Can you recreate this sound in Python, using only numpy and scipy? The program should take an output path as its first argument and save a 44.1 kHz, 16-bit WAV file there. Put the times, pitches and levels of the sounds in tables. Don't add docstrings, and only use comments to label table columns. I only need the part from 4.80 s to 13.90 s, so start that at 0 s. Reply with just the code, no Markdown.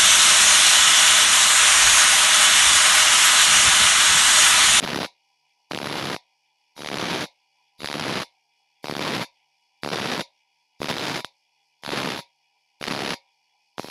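import sys
import numpy as np
from scipy import signal
from scipy.fft import rfft, irfft
from scipy.io import wavfile
from scipy.ndimage import uniform_filter1d

SR = 44100
rng = np.random.default_rng(int(sys.argv[2]) if len(sys.argv) > 2 else 0)


def pcm_store(signal):
    levels = np.round(np.clip(np.atleast_2d(signal), -1, 1) * 32767)
    wavfile.write(sys.argv[1], SR, levels.astype(np.int16).T)


N = 401310
TIME = np.arange(N) / SR

# touch t/s, high spot's first knock t/s, lift-off t/s, bedding-in/s, biting share of a
# turn once bedded in/0-1, extra force at touch/dB, cutting force/dB, extra force at lift-off/dB,
# blade ring level/dB, tooth f/Hz, tooth ring level/dB
STROKES = [(0.0, 0.007, 0.257, 0.094, 0.61, -7, -28.5, 0, -53.5, 4300, -18),
           (0.909, 0.9203, 1.351, .31, 0.73, 8, -29, 0, -53, 4402, -20),
           (1.965, 1.9786, 2.451, 0.4, 0.96, -21.5, -27.5, -5, -53, 5600, -6.5),
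           (2.993, 3.0046, 3.430, 0.42, 0.99, -16, -27, -2, -52.5, 3900, -2),
           (4.040, 4.0429, 4.438, .35, 0.98, -3, -28, -3.5, -53.5, 4550, -1),
           (5.032, 5.0342, 5.413, .18, 0.77, 4.5, -28, 1, -51.5, 4700, -27),
           (6.004, 6.0167, 6.404, 0.26, .85, 7, -29.5, -2, -51.5, 4840, -7),
           (7.034, 7.0361, 7.402, .14, .64, -6, -28, -10.5, -51.5, 4300, -12),
           (8.011, 8.0127, 8.341, 0.23, 0.69, -2.5, -29.5, 1.5, -53.5, 4740, -11.5),
           (8.984, 9.004, 9.12, 0.3, 0.88, -7, -44, 3, -53.5, 5400, -2.5)]
# t/s, peak level before rounding/dB, tilt/(dB per octave)
HARD_KNOCKS = [(0.912, -11.5, -3), (0.919, -9, 2.5), (0.988, -9, 2), (1.3637, -11.5, 0.5),
               (2.073, -11.5, 5.5), (2.185, -6, 4.5), (3.045, 1, 1), (3.059, -3.5, 7), (3.074, -9, 6),
               (3.128, -12, 8), (4.070, -16, 3.5), (4.0837, -10, 1), (4.097, -11, -4.5), (4.124, -18, -5.5),
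               (5.0343, -1.5, 2), (6.092, -1.5, 4.5), (6.183, -5, 6), (6.4466, -1, 3), (7.063, -9, 3.5),
               (7.105, -10, 3), (8.040, 1, 3.5), (8.103, -10, 0.5), (8.982, -11.5, -0.5),
               (8.996, -5.5, -1.5), (9.045, -21, -4.5), (9.0854, -23, -2.5)]
SKIM_S, RELEASE_S = 0.012, .0044


def gain_of(db):
    return 10 ** (np.asarray(db) / 20)


def unit_rms(x):
    return x / np.sqrt(np.mean(x ** 2) + 1e-20)


def curve_at(points, hz):
    f, value = np.transpose(points)
    return np.interp(np.log(hz + 1), np.log(f), value)


def add(mix, start_s, sound):
    part = mix[max(round(start_s * SR), 0):][:len(sound)]
    part += sound[:len(part)]


def steadied(x, samples):
    power = uniform_filter1d(uniform_filter1d(x ** 2, samples), samples)
    return x / np.sqrt(abs(power) + 1e-12)


def wander(top_hz, count=24):
    t = TIME[::256]
    fraction, phase = rng.random((count, 2)).T
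    sines = np.sin(2 * np.pi * (top_hz * fraction * t[:, None] + phase))
    return np.interp(TIME, t, unit_rms(sines.sum(1)))


def motor(turns, whirr_db=-70.0, flutter_db=3.0, throb=0.25, hum_db=0.4, waver_db=3.0):
    # f/Hz, spectral level/dB
    whirr_spectrum = [(30, -44), (300, -35), (650, -20), (800, 0.5), (980, -12), (1130, -31.5), (1600, -28),
                      (1950, -19), (2380, -8), (3400, -11), (3900, -17.5), (5100, -5), (7300, -22.5),
                      (11000, -24.5), (15000, -37.5)]
    # f/Hz, width/Hz, lift/dB
    guard_modes = [(790, 35, 1.5), (850, 30, -1.5), (979, 26, 17), (1700, 70, 3), (2060, 160, 9),
                   (2330, 76, 10.5), (2450, 65, 5), (2520, 70, 9), (2920, 86, 12), (3377, 62, 14),
                   (4440, 140, 10), (4900, 70, 5), (5600, 69, 7)]
    # multiple of the wheel speed, level/dB
    harmonics = [(2, -98), (3, -106), (4, -101), (5, -102), (6, -97), (7, -104), (8, -97), (9, -98),
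                 (10, -92), (11, -80), (12, -82), (13, -81), (20, -106), (23, -103), (24, -101), (32, -84),
                 (33, -86), (34, -85), (35, -87), (40, -87), (46, -86)]
    hz = np.fft.rfftfreq(N, 1 / SR)
    lift_db = sum(db / (1 + (2 * (hz - f) / width) ** 2) for f, width, db in guard_modes)
    air = rfft(rng.standard_normal(N)) * gain_of(curve_at(whirr_spectrum, hz) + lift_db)
    bands = (hz < 1400, (hz >= 1400) & (hz < 3900), hz >= 3900)
    whirr = sum(irfft(air * band, N) * gain_of(flutter_db * depth * wander(top_hz=9))
                for band, depth in zip(bands, (1, .6, .25)))
    whirr = unit_rms(whirr * (1 + throb * np.cos(2 * np.pi * turns)))
    hum = sum(gain_of(db + waver_db * wander(top_hz=7.4)) * np.sin(2 * np.pi * (k * turns + rng.random()))
              for k, db in harmonics)
    return gain_of(whirr_db) * whirr + gain_of(hum_db) * hum


def wheel_turns(share, idle_hz=73.7, sag_hz=17, spin_up_s=.135):
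    keep = np.exp(-1 / (spin_up_s * SR))
    drag = signal.lfilter([1 - keep], [1, -keep], share ** 2)
    return np.cumsum(idle_hz - sag_hz * drag) / SR


def wheel_angle(turns):
    angle = np.zeros(N)
    for touch, knock, *_ in STROKES:
        onward = TIME > touch - 2 * SKIM_S
        angle[onward] = (turns[onward] - np.interp(knock, TIME, turns)) % 1
    return angle


def hand(approach_s=0.044, ease_s=.05, skim_db=-11, tremor_db=1.23):
    light_share, light_cut_db, light_ring_db = .08, -4, -3.5
    share, force, ring = np.zeros((3, N))
    for touch, _, lift, bedding_s, bedded_share, touch_db, cut_db, lift_db, ring_db, *_ in STROKES:
        on = (TIME >= touch - SKIM_S) & (TIME < lift + 10 * RELEASE_S)
        t = TIME[on]
        since = np.maximum(t - touch, 0)
        arriving = np.exp(-since / approach_s)
        light = np.cos(np.pi / 2 * np.minimum(since / bedding_s, 1)) ** 2
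        eased = np.exp(np.minimum(t - lift, 0) / ease_s)
        leaving = np.exp(-np.maximum(t - lift, 0) / RELEASE_S)
        share[on] = (bedded_share + (light_share - bedded_share) * light) * (1 - .25 * eased)
        force_db = cut_db + touch_db * arriving + light_cut_db * light + lift_db * eased
        force[on] = (t >= touch) * leaving * gain_of(force_db)
        freed_db = 3.5 + 0.34 * lift_db
        drive_db = ring_db + skim_db * (t < touch) + light_ring_db * light + freed_db * eased
        ring[on] = leaving * gain_of(drive_db)
    tremor = gain_of(tremor_db * wander(top_hz=18))
    return share, force * tremor, ring * tremor


def grabs(grab_share=.8):
    # t/s, length/s, extra force/dB
    digs = [(0.027, 0.024, 6.5), (4.206, .025, 2), (5.124, 0.019, 2.5), (6.085, 0.029, 6.5),
            (7.121, .025, 3), (8.075, 0.0099, 7), (8.105, 0.02, 5)]
    share, db = np.zeros((2, N))
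    for start, length, extra_db in digs:
        on = (TIME >= start) & (TIME < start + length)
        share[on], db[on] = grab_share, extra_db
    return share, gain_of(db)


def blade_response(clear_db=-6):
    # f/Hz, spectral level/dB
    dense_spectrum = [(300, -22.5), (900, -1), (1400, -32.5), (2300, -2), (3100, -10.5), (3800, 2.5),
                      (4900, 2), (6200, -5.5), (7800, -12.5), (9450, -17.5), (9800, -4), (11200, -5),
                      (13000, -13), (15500, -18.5)]
    # f/Hz, T60/s
    dense_t60 = [(500, 0.23), (2500, .2), (4500, 0.15), (10000, 0.08), (15000, 0.054)]
    # f/Hz, level/dB, T60/s
    clear_modes = [(549, -6, .22), (947, -1, .22), (975, -3, .2), (2160, -5, .2), (2340, -10, .22),
                   (3495, -6, .17), (3640, 1.5, .17), (3960, -4, .15), (4310, -4, .14), (4800, -1, .15),
                   (6642, -11, .08), (9760, -14, .16), (10039, -11, .13), (10599, -13, .07),
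                   (10778, -13, .07), (11118, -11, .07)]
    t = np.arange(SR // 3) / SR
    hz, frame_s, noise = signal.stft(rng.standard_normal(len(t)), SR, nperseg=512)
    dense_db = curve_at(dense_spectrum, hz)[:, None] - 60 * frame_s / curve_at(dense_t60, hz)[:, None]
    dense = signal.istft(noise * gain_of(dense_db), SR)[1][:len(t)]
    clear = sum(gain_of(db - 60 * t / t60) * np.sin(2 * np.pi * f * t) for f, db, t60 in clear_modes)
    response = unit_rms(dense) + gain_of(clear_db) * unit_rms(clear)
    return response / np.linalg.norm(response)


def blade_ring(grains, arc, share, drive, scrape=.26, all_round=0.52, tooth_db=-4, tooth_width_hz=260):
    fine_scrape = scrape * (arc + all_round) * rng.standard_normal(N)
    shake = steadied(grains + fine_scrape, samples=610) * drive
    chatter = shake * np.clip(1 - share, 0, 1)
    t = np.arange(SR // 30) / SR
    ring = np.zeros(N)
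    for touch, _, lift, *_, hz, db in STROKES:
        on = (TIME >= touch - SKIM_S) & (TIME < lift + 10 * RELEASE_S)
        tooth = np.exp(-np.pi * tooth_width_hz * t) * np.sin(2 * np.pi * hz * t)
        tooth *= gain_of(tooth_db + db) / np.linalg.norm(tooth)
        blade = blade_response()
        add(ring, TIME[on][0], signal.oaconvolve(shake[on], blade))
        add(ring, TIME[on][0], signal.oaconvolve(chatter[on], tooth))
    return ring


def pop(tilt_db):
    # f/Hz, spectral level/dB
    bite_spectrum = [(30, -46), (70, -18), (130, -1), (250, 0.5), (500, -2), (1000, -4), (2000, -7),
                     (3500, -9), (4700, -13), (6000, -17.5), (8000, -26.5), (11000, -20), (16000, -50.5)]
    hz = np.fft.rfftfreq(4096, 1 / SR)
    db = curve_at(bite_spectrum, hz) + tilt_db * np.log2(np.clip(hz, 250, 4000) / 1000)
    log_gain = np.log(gain_of(np.r_[db, db[-2:0:-1]]))
    minimum_phase = np.exp(np.conj(signal.hilbert(log_gain)))
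    fade = np.cos(np.linspace(0, np.pi / 2, len(hz))) ** 2
    pulse = np.fft.ifft(minimum_phase).real[:len(hz)] * fade
    return pulse / np.linalg.norm(pulse)


def hard_knocks(blade, rebound=0.56, rebound_s=.0008, ring_db=-19.5):
    pops, rings = np.zeros((2, N))
    for (start, db, tilt_db), wait in zip(HARD_KNOCKS, rng.uniform(0.29, 1, len(HARD_KNOCKS))):
        pulse = pop(tilt_db)
        size = gain_of(db) / abs(pulse).max()
        add(pops, start, size * pulse)
        add(pops, start + wait * rebound_s, -rebound * size * pulse)
        add(rings, start, size * gain_of(ring_db) * blade)
    return pops, rings


def duck_crackle(half_width_s=0.0066, depth=0.65):
    near_knock = np.zeros(N)
    for start, *_ in HARD_KNOCKS:
        near_knock[abs(TIME - start) < half_width_s] = 1
    return 1 - depth * uniform_filter1d(near_knock, size=90)


def stray_grains(per_s=110, size=0.86):
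    return size * np.clip(rng.standard_normal(N), -2, 2) * (rng.random(N) < per_s / SR)


def bites(angle, arc, share, spread_db=4.5, high_spot=1.07, uneven_db=9, slip_s=.0007, rebound_s=.0011):
    grains_per_s = (1100 + 2200 * share ** 2) * arc
    caught = rng.random(N) < grains_per_s / SR
    grains = caught * rng.choice([-1., 1.], N)
    grains *= gain_of(spread_db * np.clip(rng.standard_normal(N), -2, 1))
    passes = np.flatnonzero(np.diff(angle) < -.5)
    sign, strength, slip, wait = rng.random((len(passes), 4)).T
    kick = high_spot * np.sign(sign - .5) * gain_of(uneven_db * strength)
    hit = passes + (slip * slip_s * SR).astype(int)
    back = hit + 6 + (wait * rebound_s * SR).astype(int)
    grains[np.minimum(hit, N - 1)] += kick
    grains[np.minimum(back, N - 1)] -= kick
    return grains


def crackle(grains, tilt_step_db=2.5):
    kind = rng.integers(-1, 2, N)
    pops = sum(signal.oaconvolve(grains * (kind == k), pop(k * tilt_step_db))[:N] for k in (-1, 0, 1))
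    return steadied(pops, samples=1220)


def rounded(pops, ceiling=0.2, top_hz=7500):
    limited = pops / (1 + (pops / ceiling) ** 4) ** (1 / 4)
    return signal.sosfilt(signal.butter(2, top_hz, fs=SR, output="sos"), limited)


def scene(crackle_db=2.0, ring_db=11.5, arc_scale=1.15, arc_growth=1.4):
    share, force, drive = hand()
    turns = wheel_turns(share)
    angle = wheel_angle(turns)
    grab_share, grab_gain = grabs()
    share = np.clip(np.maximum(share, grab_share), .03, 1.5)
    arc = np.exp(-(angle / (arc_scale * share ** arc_growth)) ** 2)
    grains = bites(angle, arc, share) + stray_grains()
    cut = gain_of(crackle_db) * force * grab_gain * duck_crackle() * crackle(grains)
    steel = gain_of(ring_db) * blade_ring(grains, arc, share, drive * grab_gain)
    knock_pops, knock_rings = hard_knocks(blade_response())
    return (rounded(cut + knock_pops) + steel + knock_rings + motor(turns))[None]


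def record(dry, edge_hz=15650):
    lowpass = signal.firwin(401, edge_hz, window=("kaiser", 9), fs=SR)
    return signal.oaconvolve(dry, lowpass[None], "same")


dry = scene()
out = record(dry)
pcm_store(out)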